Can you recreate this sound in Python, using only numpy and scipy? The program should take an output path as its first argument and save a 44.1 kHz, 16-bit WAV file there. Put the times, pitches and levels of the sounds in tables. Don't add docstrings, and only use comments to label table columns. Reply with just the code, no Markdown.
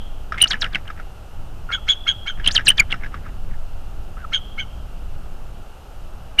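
import sys
import numpy as np
from scipy import signal
from scipy.fft import rfft, irfft
from scipy.io import wavfile

SR = 44100
rng = np.random.default_rng(int(sys.argv[2]) if len(sys.argv) > 2 else 0)


def bounce(signal):
    frames = np.transpose(np.atleast_2d(signal))
    limited = np.clip(frames, -1, 1)
    pcm = np.round(limited * 32767).astype(np.int16)
    wavfile.write(sys.argv[1], SR, pcm)


N = 282240
TIME = np.arange(N) / SR

WIND_SPECTRUM = [(7.1, -39), (12, 14), (17, 0), (30, -3), (82, -12.5), (312, -35), (400, -35.5),
                 (520, -59.5), (880, -120)]
WIND_GUSTS = [(0.0, -27.5), (1.1, -28), (1.3, -35), (1.4, -23.5), (2.0, -29.5), (2.2, -25), (2.3, -32.1),
              (2.4, -23.5), (3.4, -25.5), (3.5, -23), (3.7, -30), (3.8, -25.5), (4.5, -27.5), (4.7, -25.0),
              (5.6, -28), (5.7, -35.5), (6.1, -28.5), (6.4, -32)]
HISS_SPECTRUM = [(150, -3.5), (250, -5), (488, -2.5), (540, -1), (815, 0), (1000, -7.5), (1340, -4),
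                 (1820, -16), (2280, -18), (2700, -13), (3560, -19), (10500, -26.5), (12900, -28),
                 (13800, -37.5), (15000, -58)]
THROAT_FORMANTS = [(1530, 300, 5), (2330, 1900, -8), (3393, 670, -7), (3914, 150, -15), (5120, 940, -11),
                   (6830, 700, -32.5)]
RATTLE_SWELLS = [(.365, -34.5), (.43, -37.5), (.535, -28.5), (.64, -36), (0.753, -33.5), (.885, -39),
                 (.99, -43), (2.40, -39), (2.475, -32), (2.585, -31.5), (2.69, -31.5), (2.802, -32.5),
                 (2.926, -34), (3.04, -36), (3.15, -39.5), (3.269, -42.5), (3.53, -47.5), (4.20, -46),
                 (6.40, -38)]
CLUCK_ONSETS = [(0.3217, -15.5, 1317), (.343, -23.5, 1370), (0.4574, -20, 1370), (0.5078, -17.5, 1550),
                (0.5314, -24, 1740), (0.5409, -16.5, 1755), (.619, -19.5, 1680), (0.6303, -17, 1410),
                (0.643, -22, 1400), (.652, -24, 1380), (.662, -24, 1950), (.7474, -19, 2190),
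                (0.7552, -15.5, 2123), (0.902, -23.5, 1310), (0.9984, -27, 1387), (2.398, -29, 1710),
                (2.4933, -24.5, 1390), (2.5036, -25, 1810), (2.5508, -18.5, 1770), (2.5593, -25, 1340),
                (2.585, -21.5, 1490), (2.5943, -20.5, 1696), (2.6072, -26.5, 1710), (2.6696, -15.5, 1757),
                (2.713, -23.5, 1780), (2.7814, -20.5, 1820), (2.8178, -27, 1440), (2.9257, -15.5, 2165),
                (2.9406, -22.5, 1340), (3.035, -27, 2110), (3.0444, -30, 1680), (3.061, -28.5, 1695),
                (3.142, -23, 1233), (3.263, -31.5, 1290)]
# peak t/s, rise/s, fall/s, f/Hz, glide/(octaves/s), level/dB
SQUEAL_PUSHES = [(.382, .008, 0.027, 2096, 0, -24.5), (.405, .004, 0.0098, 2730, -24.5, -18.5),
                 (.416, .004, 0.0028, 4040, 4.5, -13), (.423, .010, 0.0084, 2856, -1, 6),
                 (0.4404, .005, 0.01, 2882, -5, -3), (0.523, .003, .004, 3310, -5, -18.5),
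                 (.533, .004, 0.0056, 2940, -37, -19), (.6205, .002, .010, 3900, -25, -17),
                 (.644, .005, 0.0096, 2930, -30, -20.5), (.749, .003, 0.0033, 3140, -32, -16),
                 (.757, .004, 0.0034, 2686, -34, -14), (.880, .005, 0.0044, 2970, -5, -31.5),
                 (2.448, .009, 0.012, 2920, -3, -24), (2.465, .004, 0.0067, 2880, -35, -13),
                 (2.477, .004, 0.0034, 3070, -1, 1), (2.484, .003, 0.0088, 3560, -62, -13),
                 (2.5665, .0025, 0.0034, 3108, -9, -0.5), (2.579, .004, .004, 2890, -27, -6),
                 (2.6706, 0.0018, 0.0098, 4230, -40.5, -10), (2.683, .005, 0.0075, 2680, -36, 1.5),
                 (2.6908, .005, .007, 2886, -4, 6.5), (2.705, .005, 0.0065, 2977, 1.5, -1.5),
                 (2.719, .010, 0.01, 2900, -3.5, -27), (2.783, 0.0034, 0.011, 3370, -27, -15.5),
                 (2.802, .012, 0.0088, 2246, -16.5, 0.5), (2.921, .004, 0.0043, 3270, -27, -21),
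                 (2.927, .004, .004, 2724, -27, -12), (6.388, .012, .004, 2250, 0, -27),
                 (6.399, .013, .012, 2877, 3, 4.5)]
# start t/s, top t/s, top f/Hz, fall time/s, level/dB
WHISTLE_SWEEPS = [(.471, .494, 6800, 0.017, -15), (.601, .603, 6970, .016, -19),
                  (.725, .724, 5700, 0.0094, -36), (2.458, 2.456, 5620, 0.0055, -17.5),
                  (2.509, 2.536, 7410, .021, -12), (2.648, 2.647, 7900, .020, -19),
                  (2.771, 2.767, 7500, 0.011, -27.5), (2.900, 2.895, 3650, .012, -30)]
RASP_SPECTRUM = [(150, -35), (700, 1), (1000, -8), (1600, 4), (2300, 3.5), (3200, 7.5), (5000, -18.5),
                 (7000, -17.5), (9000, -11.5), (11000, -37.5), (16000, -39)]
# middle t/s, half length/s, top f/Hz, level/dB
LEAD_IN_WHINES = [(1.698, 0.0078, 1420, -26), (4.211, 0.043, 1533, -47)]
# peak t/s, whistle f/Hz, then level/dB of whistle, low growl, upper growl and rasp
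YELP_CALLS = [(1.737, 3326, -18, -16, -24, -30), (1.901, 3375, -8, -29.5, -25, -25),
              (2.09, 3279, -11.5, -20, -25.5, -31), (2.285, 3203, -21, -24, -26, -32.5),
              (4.346, 3241, -14, -25, -25.5, -30.5), (4.601, 3114, -24.5, -27.5, -22, -40)]
RASP_CONTOUR = [(-.035, -24.5), (-.02, -8), (-.011, -3.5), (.015, -15), (.035, -29), (.06, -28)]
LOW_GROWL = [(-.034, 1230, -46.5), (-.023, 1340, -6), (-.012, 1443, -10.5), (-.003, 1633, -12.5),
             (0.017, 1520, -5), (0.034, 1410, -25.5), (.052, 1277, -19)]
UPPER_GROWL = [(-.03, 1970, -49), (-.018, 2160, -3.5), (-.003, 2256, -0.5), (0.015, 2158, -18.5),
               (0.044, 2200, -33)]
BREAK_SQUEAK = [(-.022, 4500, -34.5), (-.013, 4030, -18.5), (-.004, 3900, -30.5), (.015, 3890, -36)]
WHISTLE_CONTOUR = [(-.02, 0.69, -26.5), (-.011, .985, -6), (0, 1.003, 1), (.015, 1.0, -4), (.032, .97, -14),
                   (.05, .96, -33.5), (0.074, 1.1, -51)]

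WOODS_T60_S = 0.73


def from_db(db):
    return 10 ** (np.asarray(db) / 20)


def unit_rms(x):
    return x / np.sqrt(np.mean(x ** 2) + 1e-20)


def drift(corner_hz, size=N):
    r = np.exp(-2 * np.pi * corner_hz / SR)
    run_in = 8000
    return unit_rms(signal.lfilter([1], [1, -2 * r, r * r], rng.standard_normal(size + run_in)))[run_in:]


def coloured(spectrum):
    hz, db = np.transpose(spectrum)
    bins = np.maximum(np.arange(N // 2 + 1) * SR / N, 1)
    gain = from_db(np.interp(np.log(bins), np.log(hz), db)) * np.minimum(bins / hz[0], 1) ** 2
    return unit_rms(irfft(rfft(rng.standard_normal(N)) * gain, N))


def resonate(x, hz, width_hz):
    r = np.exp(-np.pi * width_hz / SR)
    feedback = [1, -2 * r * np.cos(2 * np.pi * hz / SR), r * r]
    return signal.lfilter(np.array([1, 0, -1]) * (1 - r * r) / 2, feedback, x + 1e-18)


def band(x, low_hz, high_hz):
    return signal.sosfilt(signal.butter(2, [low_hz, high_hz], "band", fs=SR, output="sos"), x + 1e-18)


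def narrow_noise(hz, width_hz):
    return unit_rms(resonate(resonate(rng.standard_normal(N), hz, width_hz), hz, width_hz))


def contour(rows):
    s, *columns = np.transpose(rows)
    at = np.arange(int(s.min() * SR), min(int(s.max() * SR), N))
    return at, [np.interp(at / SR, np.sort(s), column) for column in columns]


def wind():
    return from_db(np.interp(TIME, *np.transpose(WIND_GUSTS))) * coloured(WIND_SPECTRUM)


def background():
    insects = from_db(-62) * narrow_noise(2810, 450)
    whine_hz = 12990 + 9 * drift(20)
    whine = from_db(-67.5) * np.sqrt(2) * np.sin(2 * np.pi * np.cumsum(whine_hz) / SR)
    return insects + whine + from_db(-47) * coloured(HISS_SPECTRUM)


def lingering_echo():
    return narrow_noise(3200, 282) * from_db(-46 - 60 * TIME / WOODS_T60_S)


def throat(x):
    return sum((-1) ** k * from_db(db) * resonate(x, hz, width)
               for k, (hz, width, db) in enumerate(THROAT_FORMANTS))


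def rattle(half_length_s=0.072, edge_loss_db=62, ticks_per_s=190, quality=5):
    effort, span = np.zeros(N), np.linspace(-1, 1)
    for middle_s, level_db in RATTLE_SWELLS:
        swell = np.column_stack([middle_s + span * half_length_s, level_db - edge_loss_db * span ** 2])
        at, (db,) = contour(swell)
        effort[at] += from_db(db)
    pitches = np.geomspace(1300, 2100, 6)
    ticks = (rng.random(N) < ticks_per_s / SR) * rng.choice([-1, 1], N)
    struck = rng.integers(0, len(pitches), N)
    rings = sum(resonate(ticks * (struck == k), hz, hz / quality) for k, hz in enumerate(pitches))
    rings = unit_rms(band(rings, 1050, 2600))
    air = rng.standard_normal(N) * from_db(4 * drift(150))
    scratch = unit_rms(band(throat(air), 1200, 3000))
    thud = unit_rms(band(resonate(air, 170, 90) + .2 * resonate(air, 720, 250), 90, 900))
    return effort * (from_db(-4) * rings + from_db(-7) * scratch + from_db(-8) * thud)


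def clucks(decay_s=0.0038, tail_s=.018, sag=0.097):
    tone, puffs = np.zeros(N), np.zeros(N)
    t = np.arange(SR // 16) / SR
    opening = 1 - np.exp(-t / 0.000469)
    decay = np.exp(-t / decay_s)
    for s, db, hz in CLUCK_ONSETS:
        at = int(s * SR) + np.arange(len(t))
        pitch = hz * (1 + sag * (2 * decay - 1))
        tone[at] += from_db(db + 4) * opening * decay * np.sin(2 * np.pi * np.cumsum(pitch) / SR)
        puffs[at] += from_db(db - 2) * opening * (decay + from_db(-13) * np.exp(-t / tail_s))
    air = puffs * rng.standard_normal(N)
    breath = 2 * band(throat(air), 1100, 5000)
    knock = from_db(-3) * band(2.9 * resonate(air, 180, 120) + resonate(air, 590, 220), 120, 900)
    snap = from_db(-25) * band(air, 4800, 8800)
    return tone + breath + knock + snap


def add_note(out, rows, overtones_db, jitter, shimmer_db, flutter_hz, steady_db=0, twin=0, beat_hz=120):
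    at, (hz, db) = contour(rows)
    size = len(at)
    looseness = 1 / (1 + from_db(db - steady_db) ** 2)
    pitch = hz * (1 + looseness * jitter * drift(flutter_hz, size))
    phase = 2 * np.pi * np.cumsum(pitch) / SR
    overtones = sum(from_db(level) * np.sin(k * phase) * (k * hz < SR / 4)
                    for k, level in enumerate(overtones_db, 2))
    slip = 2 * np.pi * (rng.random() + np.cumsum(beat_hz * (1 + .35 * drift(60, size))) / SR)
    wave = np.sin(phase) + overtones + twin * np.sin(phase - slip)
    amplitude = from_db(db + looseness * shimmer_db * drift(flutter_hz, size))
    out[at] += wave * amplitude * signal.windows.tukey(size, .06)


def squeal_note(peak_s, rise_s, fall_s, hz, glide, level_db, edge_loss_db=26, lift=.03):
    t = np.linspace(-rise_s, fall_s)
    db = level_db - edge_loss_db * (t / np.where(t < 0, rise_s, fall_s)) ** 2
    pitch = hz * 2 ** (glide * t) * (1 + lift * from_db(db))
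    return np.column_stack([peak_s + t, pitch, db])


def sweep_note(start_s, top_s, top_hz, fall_s, level_db, slack_hz=2850, choke_db=28.5):
    s = np.linspace(start_s, top_s + 1.65 * fall_s)
    tension = np.exp(-((s - top_s) / fall_s) ** 2)
    hz = slack_hz + (top_hz - slack_hz) * tension
    rising_loss_db = 14.5 * (s < top_s) * (1 - tension)
    return np.column_stack([s, hz, level_db - choke_db * tension ** 2 - rising_loss_db])


def squeals(effort_limit_db=-16, cracks_per_s=170):
    tone, effort, tension = np.zeros(N), np.zeros(N), np.zeros(N)
    notes = [sweep_note(*row) for row in WHISTLE_SWEEPS] + [squeal_note(*row) for row in SQUEAL_PUSHES]
    for rows in notes:
        add_note(tone, rows, overtones_db=[-35], jitter=.05, shimmer_db=4, flutter_hz=800, steady_db=-13)
        at, (hz, db) = contour(rows)
        effort[at] = np.maximum(effort[at], from_db(np.minimum(db, effort_limit_db)))
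        tension[at] = np.clip(hz / 3200 - 1, 0, 1)
    rasp = from_db(-14) * coloured(RASP_SPECTRUM) * from_db(4.3 * drift(310))
    cracks = from_db(17) * throat((rng.random(N) < cracks_per_s / SR) * rng.standard_normal(N))
    jet = from_db(-17) * tension * unit_rms(band(rng.standard_normal(N), 4500, 10000))
    return tone + effort * band(rasp + cracks + jet, 110, 11000)


def whine_note(middle_s, half_s, top_hz, level_db, db_per_octave=59, swell_db=3):
    t = np.linspace(-half_s, half_s)
    sag_octaves = 177 * t ** 2
    db = level_db + db_per_octave * sag_octaves + swell_db * t / half_s
    return np.column_stack([middle_s + t, top_hz * 2 ** -sag_octaves, db])


def yelps():
    tone, effort = np.zeros(N), np.zeros(N)
    for s, hz, whistle_db, low_db, upper_db, rasp_db in YELP_CALLS:
        whistle = np.array(WHISTLE_CONTOUR) * [1, hz, 1] + [s, 0, whistle_db - 1]
        squeak = np.array(BREAK_SQUEAK) + [s, 0, whistle_db]
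        low_growl = np.array(LOW_GROWL) + [s, 0, low_db]
        upper_growl = np.array(UPPER_GROWL) + [s, 0, upper_db]
        add_note(tone, whistle, overtones_db=[-20.5, -42], jitter=.024, shimmer_db=2.8, flutter_hz=270,
                 steady_db=-9, twin=.45, beat_hz=135)
        add_note(tone, squeak, overtones_db=[-20], jitter=.03, shimmer_db=3, flutter_hz=300)
        add_note(tone, low_growl, overtones_db=[-18], jitter=.024, shimmer_db=3, flutter_hz=200)
        add_note(tone, upper_growl, overtones_db=[-30], jitter=.013, shimmer_db=2.8, flutter_hz=200)
        at, (db,) = contour(np.array(RASP_CONTOUR) + [s, 0])
        effort[at] = from_db(db + rasp_db)
    for row in LEAD_IN_WHINES:
        add_note(tone, whine_note(*row), overtones_db=[-24], jitter=.02, shimmer_db=3, flutter_hz=240)
    air = rng.standard_normal(N) * from_db(2.5 * drift(340))
    rasp = unit_rms(band(band(throat(air), 840, 7500), 840, 7500))
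    return tone + effort * rasp


def scatter(x, t60_s, build_s):
    t = TIME[:SR]
    echoes = rng.standard_normal(SR) * from_db(-60 * t / t60_s) * (1 - np.exp(-t / build_s))
    return signal.fftconvolve(x, echoes / np.sqrt(np.sum(echoes ** 2)))[:N]


def woods(chatter, yelp):
    calls = from_db(-40) * chatter + from_db(-21) * yelp
    return resonate(scatter(calls, WOODS_T60_S, build_s=0.13), 3280, 700)


def scene():
    chatter = squeals() + clucks() + rattle()
    yelp = yelps()
    eagle = chatter + yelp
    branches = from_db(-17) * scatter(band(eagle, 490, 5400), t60_s=0.059, build_s=0.0017)
    return (eagle + branches + woods(chatter, yelp) + lingering_echo() + wind() + background())[None]


def record(dry):
    fold_at, sharpness, asymmetry = .77, .99, .02
    x = signal.resample_poly(dry, 2, 1, axis=-1)
    skewed = x + asymmetry * x * x
    folded = 2 * fold_at / np.pi * np.arcsin(sharpness * np.sin(np.pi / 2 * skewed / fold_at))
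    out = signal.resample_poly(folded, 1, 2, axis=-1)
    out = signal.sosfilt(signal.butter(3, 13500, fs=SR, output="sos"), out)
    steep_lowpass = signal.firwin(161, 15750, fs=SR, window="blackman")
    return signal.fftconvolve(out, steep_lowpass[None], "same")


dry = scene()
out = record(dry)
bounce(out)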